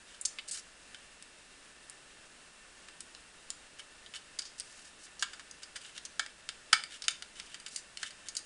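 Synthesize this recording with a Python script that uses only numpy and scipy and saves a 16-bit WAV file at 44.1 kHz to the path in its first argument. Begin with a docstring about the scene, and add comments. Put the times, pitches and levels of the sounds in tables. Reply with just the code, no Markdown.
"""Wiring screw terminals at a workbench

One microphone, close to a circuit board in a small room. Wire ends and plugs tick brightly as
they are pushed into the terminals, and insulation rubs in between. Later a small screwdriver
knocks and slips in the screw slots and makes the board ring. The room answers each click,
and a faint fan runs steadily behind."""
import sys
import numpy as np
from scipy import signal
from scipy.fft import rfft, irfft
from scipy.io import wavfile

SR = 44100
rng = np.random.default_rng(int(sys.argv[2]) if len(sys.argv) > 2 else 0)


def store_wav(level_fs):
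    """Save 16-bit WAV to argv[1]."""
    pcm = np.round(np.clip(np.atleast_2d(level_fs), -1, 1) * 32767)
    wavfile.write(sys.argv[1], SR, pcm.T.astype(np.int16))


N = 372644

# spectral shape of the fan's rush: frequency_hz, relative_db
FAN_SPECTRUM = [(20, 6.5), (55, 5), (100, -3), (200, 1.5), (400, 1), (1000, -1.5), (1500, 3), (2200, -0.5),
                (3000, -0.5), (4000, -2.5), (6500, -5), (8200, -2.5), (10500, -9)]
# resonances of the fan housing: pitch_hz, width_hz, gain_db
HOUSING_MODES = [(601, 11, -1), (1780, 26, 4.5), (2700, 110, 1)]
# thin whines of the fan: pitch_hz, width_hz, gain_db
FAN_WHINES = [(3720, 12, 3), (4920, 12, 2), (5280, 12, 4), (6720, 14, 2), (9480, 10, 5)]
# resonances of the board and its terminals: pitch_hz, width_hz, gain_db
BOARD_MODES = [(1336, 24, -5.5), (1452, 81, -1), (1605, 98, -2.5), (1698, 57, -1), (1790, 23, 3),
               (2236, 27, 2), (2333, 12, 6.5), (2475, 20, -23), (3010, 200, 10), (3207, 290, 0),
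               (3605, 300, 6.5), (4314, 64, 3), (4740, 47, 11), (4806, 120, 5), (5250, 52, 11),
               (6600, 17, -7), (8550, 1400, 10)]
# plug or blade scraping, mostly heard through the board: start_s, length_s, level_db
SCRAPES = [(0.059, 0.12, -58.5), (0.542, 0.025, -53.5), (3.785, 0.024, -51), (4.143, 0.038, -49.5),
           (5.321, 0.023, -59.5), (5.619, 0.019, -54), (5.753, 0.024, -49), (5.794, 0.13, -55),
           (5.944, 0.044, -53), (6.893, 0.089, -52), (7.35, 0.058, -51.5), (7.4, 0.18, -59),
           (7.977, 0.13, -51), (8.257, 0.023, -49.5)]
# insulation sliding, mostly hiss: start_s, length_s, level_db
WIRE_RUBS = [(0.476, 0.027, -44), (0.519, 0.089, -46.5), (4.579, 0.019, -48), (4.615, 0.31, -59),
             (4.978, 0.091, -57.5), (5.206, 0.02, -47.5), (7.697, 0.11, -51.5), (8.36, 0.039, -43.5)]
# borders of the low, middle, high and top band of a contact: edge_hz
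BAND_EDGES_HZ = [1290, 2050, 4300, 7000, 11000]
# wire ends and plastic plugs ticking: start_s, level_db, rattle_t60_s, ring_hz, fall_db_per_octave
TICKS = [(0.2121, -33.5, 0.029, 9830, 26), (0.2515, -31, 0.026, 6200, 15.5),
         (0.2551, -24.5, 0.028, 7170, 19), (0.3859, -39.5, 0.03, 2850, 11), (0.3896, -42, 0.027, 2940, 16),
         (0.4847, -41, 0.058, 8000, 16), (0.5112, -35, 0.13, 7950, 13), (0.9456, -48, 0.024, 3000, 5.5),
         (1.224, -50, 0.023, 9590, 5), (1.8974, -44.5, 0.016, 9400, 11), (2.8844, -53.5, 0.035, 2930, 2.5),
         (3.0052, -42.5, 0.022, 9700, 7.5), (3.149, -48.5, 0.0068, 4000, 9), (3.5032, -36, 0.015, 7200, 10),
         (3.794, -50, 0.037, 2880, 5), (4.062, -49.5, 0.039, 3260, 12), (4.1377, -44.5, 0.043, 3200, 9),
         (4.157, -46, 0.07, 4550, 7.5), (4.3883, -36.5, 0.052, 6130, 7.5), (4.392, -33.5, 0.016, 5100, 18),
         (4.419, -44.5, 0.073, 5140, 12), (4.453, -45.5, 0.14, 5000, 14), (4.5985, -38, 0.012, 8800, 9.5),
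         (4.6038, -44, 0.036, 5400, 8), (5.194, -43.5, 0.059, 5750, 13), (5.5116, -43.5, 0.017, 6530, 18),
         (5.632, -44, 0.051, 4950, 10.5), (5.8482, -50.5, 0.045, 3010, 8), (6.0515, -40, 0.04, 6140, 12),
         (7.0209, -41.5, 0.023, 5350, 8), (7.04, -42, 0.1, 4670, 10), (7.1067, -44, 0.052, 7540, 5),
         (7.5994, -51, 0.035, 6400, 5.5), (7.682, -49.5, 0.043, 7180, 6), (7.7604, -33.5, 0.021, 6950, 12),
         (8.2851, -38, 0.041, 6560, 11), (8.351, -43.5, 0.038, 7440, 7), (8.368, -29.5, 0.022, 6540, 18.5)]
# the blade knocking in the screw slot: start_s, level_db, rattle_t60_s, ring_hz, low_weight_db
BLADE_KNOCKS = [(5.224, -32.5, 0.043, 1390, 1), (5.332, -49.5, 0.06, 4620, 0.5),
                (5.395, -52.5, 0.049, 1330, 1.5), (5.758, -45, 0.07, 3010, -1.5),
                (5.978, -46, 0.03, 2980, -5.5), (6.1943, -33.5, 0.029, 1590, 3),
                (6.2625, -49, 0.01, 1820, 0), (6.4895, -39.5, 0.02, 3030, -5.5),
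                (6.7274, -33, 0.065, 1700, 2.5), (6.7298, -21.5, 0.025, 4900, -0.5),
                (6.837, -41.5, 0.014, 4800, -7), (7.0817, -27.5, 0.016, 3180, -7.5),
                (7.223, -45, 0.02, 3090, -4), (7.3983, -44, 0.027, 3140, -7.5),
                (7.543, -46, 0.036, 3160, -4), (7.6626, -44.5, 0.043, 3100, -8),
                (7.972, -44, 0.019, 4360, -14), (8.0296, -39.5, 0.033, 1800, 1)]
# colour of steel on brass, relative to a knock's level: middle_db, high_db, top_db
STEEL_ON_BRASS_DB = (-0.5, 0, -4)


def from_db(db):
    """Decibels to gain."""
    return 10 ** (np.asarray(db) / 20)


def rms_one(x):
    """Scale to rms 1."""
    return x / np.sqrt(np.mean(x ** 2) + 1e-20)


def band(x, low_hz, high_hz, order=3):
    """Causal band-pass."""
    return signal.sosfilt(signal.butter(order, [low_hz, high_hz], "band", fs=SR, output="sos"), x)


def fade(t, t60_s):
    """Gain that falls by 60 dB in t60_s."""
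    return np.exp(-np.log(1000) * t / t60_s)


def resonate(x, modes):
    """The sound itself plus what it sets ringing in each mode."""
    out = x.copy()
    for pitch_hz, width_hz, gain_db in modes:
        radius = np.exp(-np.pi * width_hz / SR)
        feedback = [1, -2 * radius * np.cos(2 * np.pi * pitch_hz / SR), radius ** 2]
        ring = signal.lfilter([1, 0, -1], feedback, x + 1e-18)
        out += from_db(gain_db) * (1 - radius ** 2) / 2 * ring
    return out


def add(track, start_s, sound):
    """Mix a sound into the track at start_s."""
    i = int(start_s * SR)
    track[i:i + len(sound)] += sound[:N - i]


def fan(level_db=-56.5, waver_db=0.5, waver_hz=14, top_hz=11000):
    """In the background, a slightly wavering rush of air with housing resonances and thin whines."""
    hz, db = np.transpose(FAN_SPECTRUM)
    bins_hz = np.fft.rfftfreq(N, 1 / SR)
    colour = from_db(np.interp(np.log(bins_hz + 1), np.log(hz), db)) * (bins_hz < top_hz)
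    rush = irfft(rfft(rng.standard_normal(N)) * colour, N)
    waver = rms_one(irfft(rfft(rng.standard_normal(N)) * np.exp(-bins_hz / waver_hz), N))
    return from_db(level_db + waver_db * waver) * rms_one(resonate(rush, HOUSING_MODES + FAN_WHINES))


def strokes(rows, taper=0.35, judder_db=2.5, judders_per_s=90):
    """Gain over time of sliding strokes that swell, hold and let go under uneven finger pressure."""
    gain = np.zeros(N)
    for start_s, length_s, level_db in rows:
        add(gain, start_s, from_db(level_db) * signal.windows.tukey(int(length_s * SR), taper))
    pressure = np.interp(np.arange(N) * judders_per_s / SR, np.arange(N), rng.standard_normal(N))
    return gain * from_db(judder_db * pressure)


def rubbing(slips_per_s=1500, friction=0.29, wire_body_db=-9, scrape_hiss_db=-1.5, gain_db=-0.5):
    """Sliding is a dense run of tiny slips over smooth friction: it hisses and rings the board."""
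    slips = rng.standard_normal(N) * ((rng.random(N) < slips_per_s / SR) + friction)
    body = rms_one(band(resonate(slips, BOARD_MODES), low_hz=1400, high_hz=4000))
    hiss = rms_one(band(slips, low_hz=4000, high_hz=9400, order=2))
    wire, scrape = strokes(WIRE_RUBS), strokes(SCRAPES)
    body_gain = scrape + from_db(wire_body_db) * wire
    hiss_gain = wire + from_db(scrape_hiss_db) * scrape
    return from_db(gain_db) * (body_gain * body + hiss_gain * hiss)


def click(t60_s, ring_hz, bands_db, snap=5.0, grit_db=2.0, ring_width_hz=320, ring_db=6.0,
          spread_db=2.5, coupling=0.22, bench_db=-18.5, thump_db=-16, thump_growth=1.65):
    """One hard contact and its dying chatter, sounding through the touched part, board and bench."""
    t = np.arange(SR // 8) / SR
    chatter = rng.standard_normal(len(t)) * from_db(grit_db * rng.standard_normal(len(t)))
    force = chatter * fade(t, t60_s)
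    force[0] += snap
    # heavy knocks shake the whole board, light ticks hardly do; each spot drives the modes differently
    low_db = bands_db[0]
    drive_db = coupling * (low_db - max(bands_db))
    modes = [(hz, width, db + drive_db + spread_db * rng.standard_normal())
             for hz, width, db in BOARD_MODES]
    ringing = resonate(force, modes + [(ring_hz, ring_width_hz, ring_db)])
    board_bands = [band(ringing, low, high) for low, high in zip(BAND_EDGES_HZ, BAND_EDGES_HZ[1:])]
    # the bench knocks dully, and its deep give grows faster than the blow
    bench = band(force, low_hz=594, high_hz=1070, order=2)
    thump = band(force, low_hz=100, high_hz=218, order=1)
    parts = [*board_bands, bench, thump]
    gains = from_db([*bands_db, low_db + bench_db, thump_growth * low_db + thump_db])
    attack = SR // 100   # the first 10 ms set each part's level
    return sum(gain * part / np.std(part[:attack]) for gain, part in zip(gains, parts))


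def tick(level_db, t60_s, ring_hz, fall_db_per_octave):
    """A small light part: loudest around its own ring, falling away on both sides."""
    centres_hz = np.sqrt(np.multiply(BAND_EDGES_HZ[:-1], BAND_EDGES_HZ[1:]))
    octaves_away = np.abs(np.log2(centres_hz / ring_hz))
    return click(t60_s, ring_hz, level_db - fall_db_per_octave * octaves_away)


def blade_knock(level_db, t60_s, ring_hz, low_weight_db):
    """Steel on a screw: a broad clack, fuller when the blow goes down into the board."""
    return click(t60_s, ring_hz, level_db + np.array([low_weight_db, *STEEL_ON_BRASS_DB]))


def contacts(catches_per_s=8, catch_db=-0.5, catch_hz=4900, top_hz=9900, gain_db=0.68):
    """All ticks and knocks of wire ends, plugs and blade; plastic takes the very top off."""
    out = np.zeros(N)
    for start_s, *contact in TICKS:
        add(out, start_s, tick(*contact))
    for start_s, *contact in BLADE_KNOCKS:
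        add(out, start_s, blade_knock(*contact))
    # a sliding part catches now and then with a faint tick
    for start_s, length_s, level_db in WIRE_RUBS + SCRAPES:
        for along, octave in rng.random((round(catches_per_s * length_s), 2)):
            ring_hz = catch_hz * 2 ** (octave - 0.5)
            catch = tick(level_db + catch_db, t60_s=0.033, ring_hz=ring_hz, fall_db_per_octave=5)
            add(out, start_s + length_s * along, catch)
    return from_db(gain_db) * band(out, 40, top_hz, order=6)


def reflections(level_db, t60_s, delay_s):
    """Impulse response of dense, dying echoes that reach the microphone after a short delay."""
    t = np.arange(SR // 2) / SR
    scatter = band(rng.standard_normal(len(t)), low_hz=100, high_hz=8000, order=1)
    echoes = scatter * fade(t, t60_s) * (t > delay_s)
    return from_db(level_db) * echoes / np.linalg.norm(echoes)


def room(x):
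    """Quick reflections from the bench and its clutter nearby, then the tail of the small room."""
    early = reflections(level_db=-13.5, t60_s=0.067, delay_s=0.004)
    tail = reflections(level_db=-16, t60_s=0.29, delay_s=0.012)
    return signal.fftconvolve(x, early + tail)[:N]


def scene():
    """In mono: the handling close up, the room around it and the fan behind."""
    handling = contacts() + rubbing()
    return (handling + room(handling) + fan())[None, :]


def record(dry, cutoff_hz=10500):
    """The microphone signal, with its top cut steeply."""
    return signal.sosfilt(signal.cheby1(12, 0.2, cutoff_hz, fs=SR, output="sos"), dry)


dry = scene()
out = record(dry)
store_wav(out)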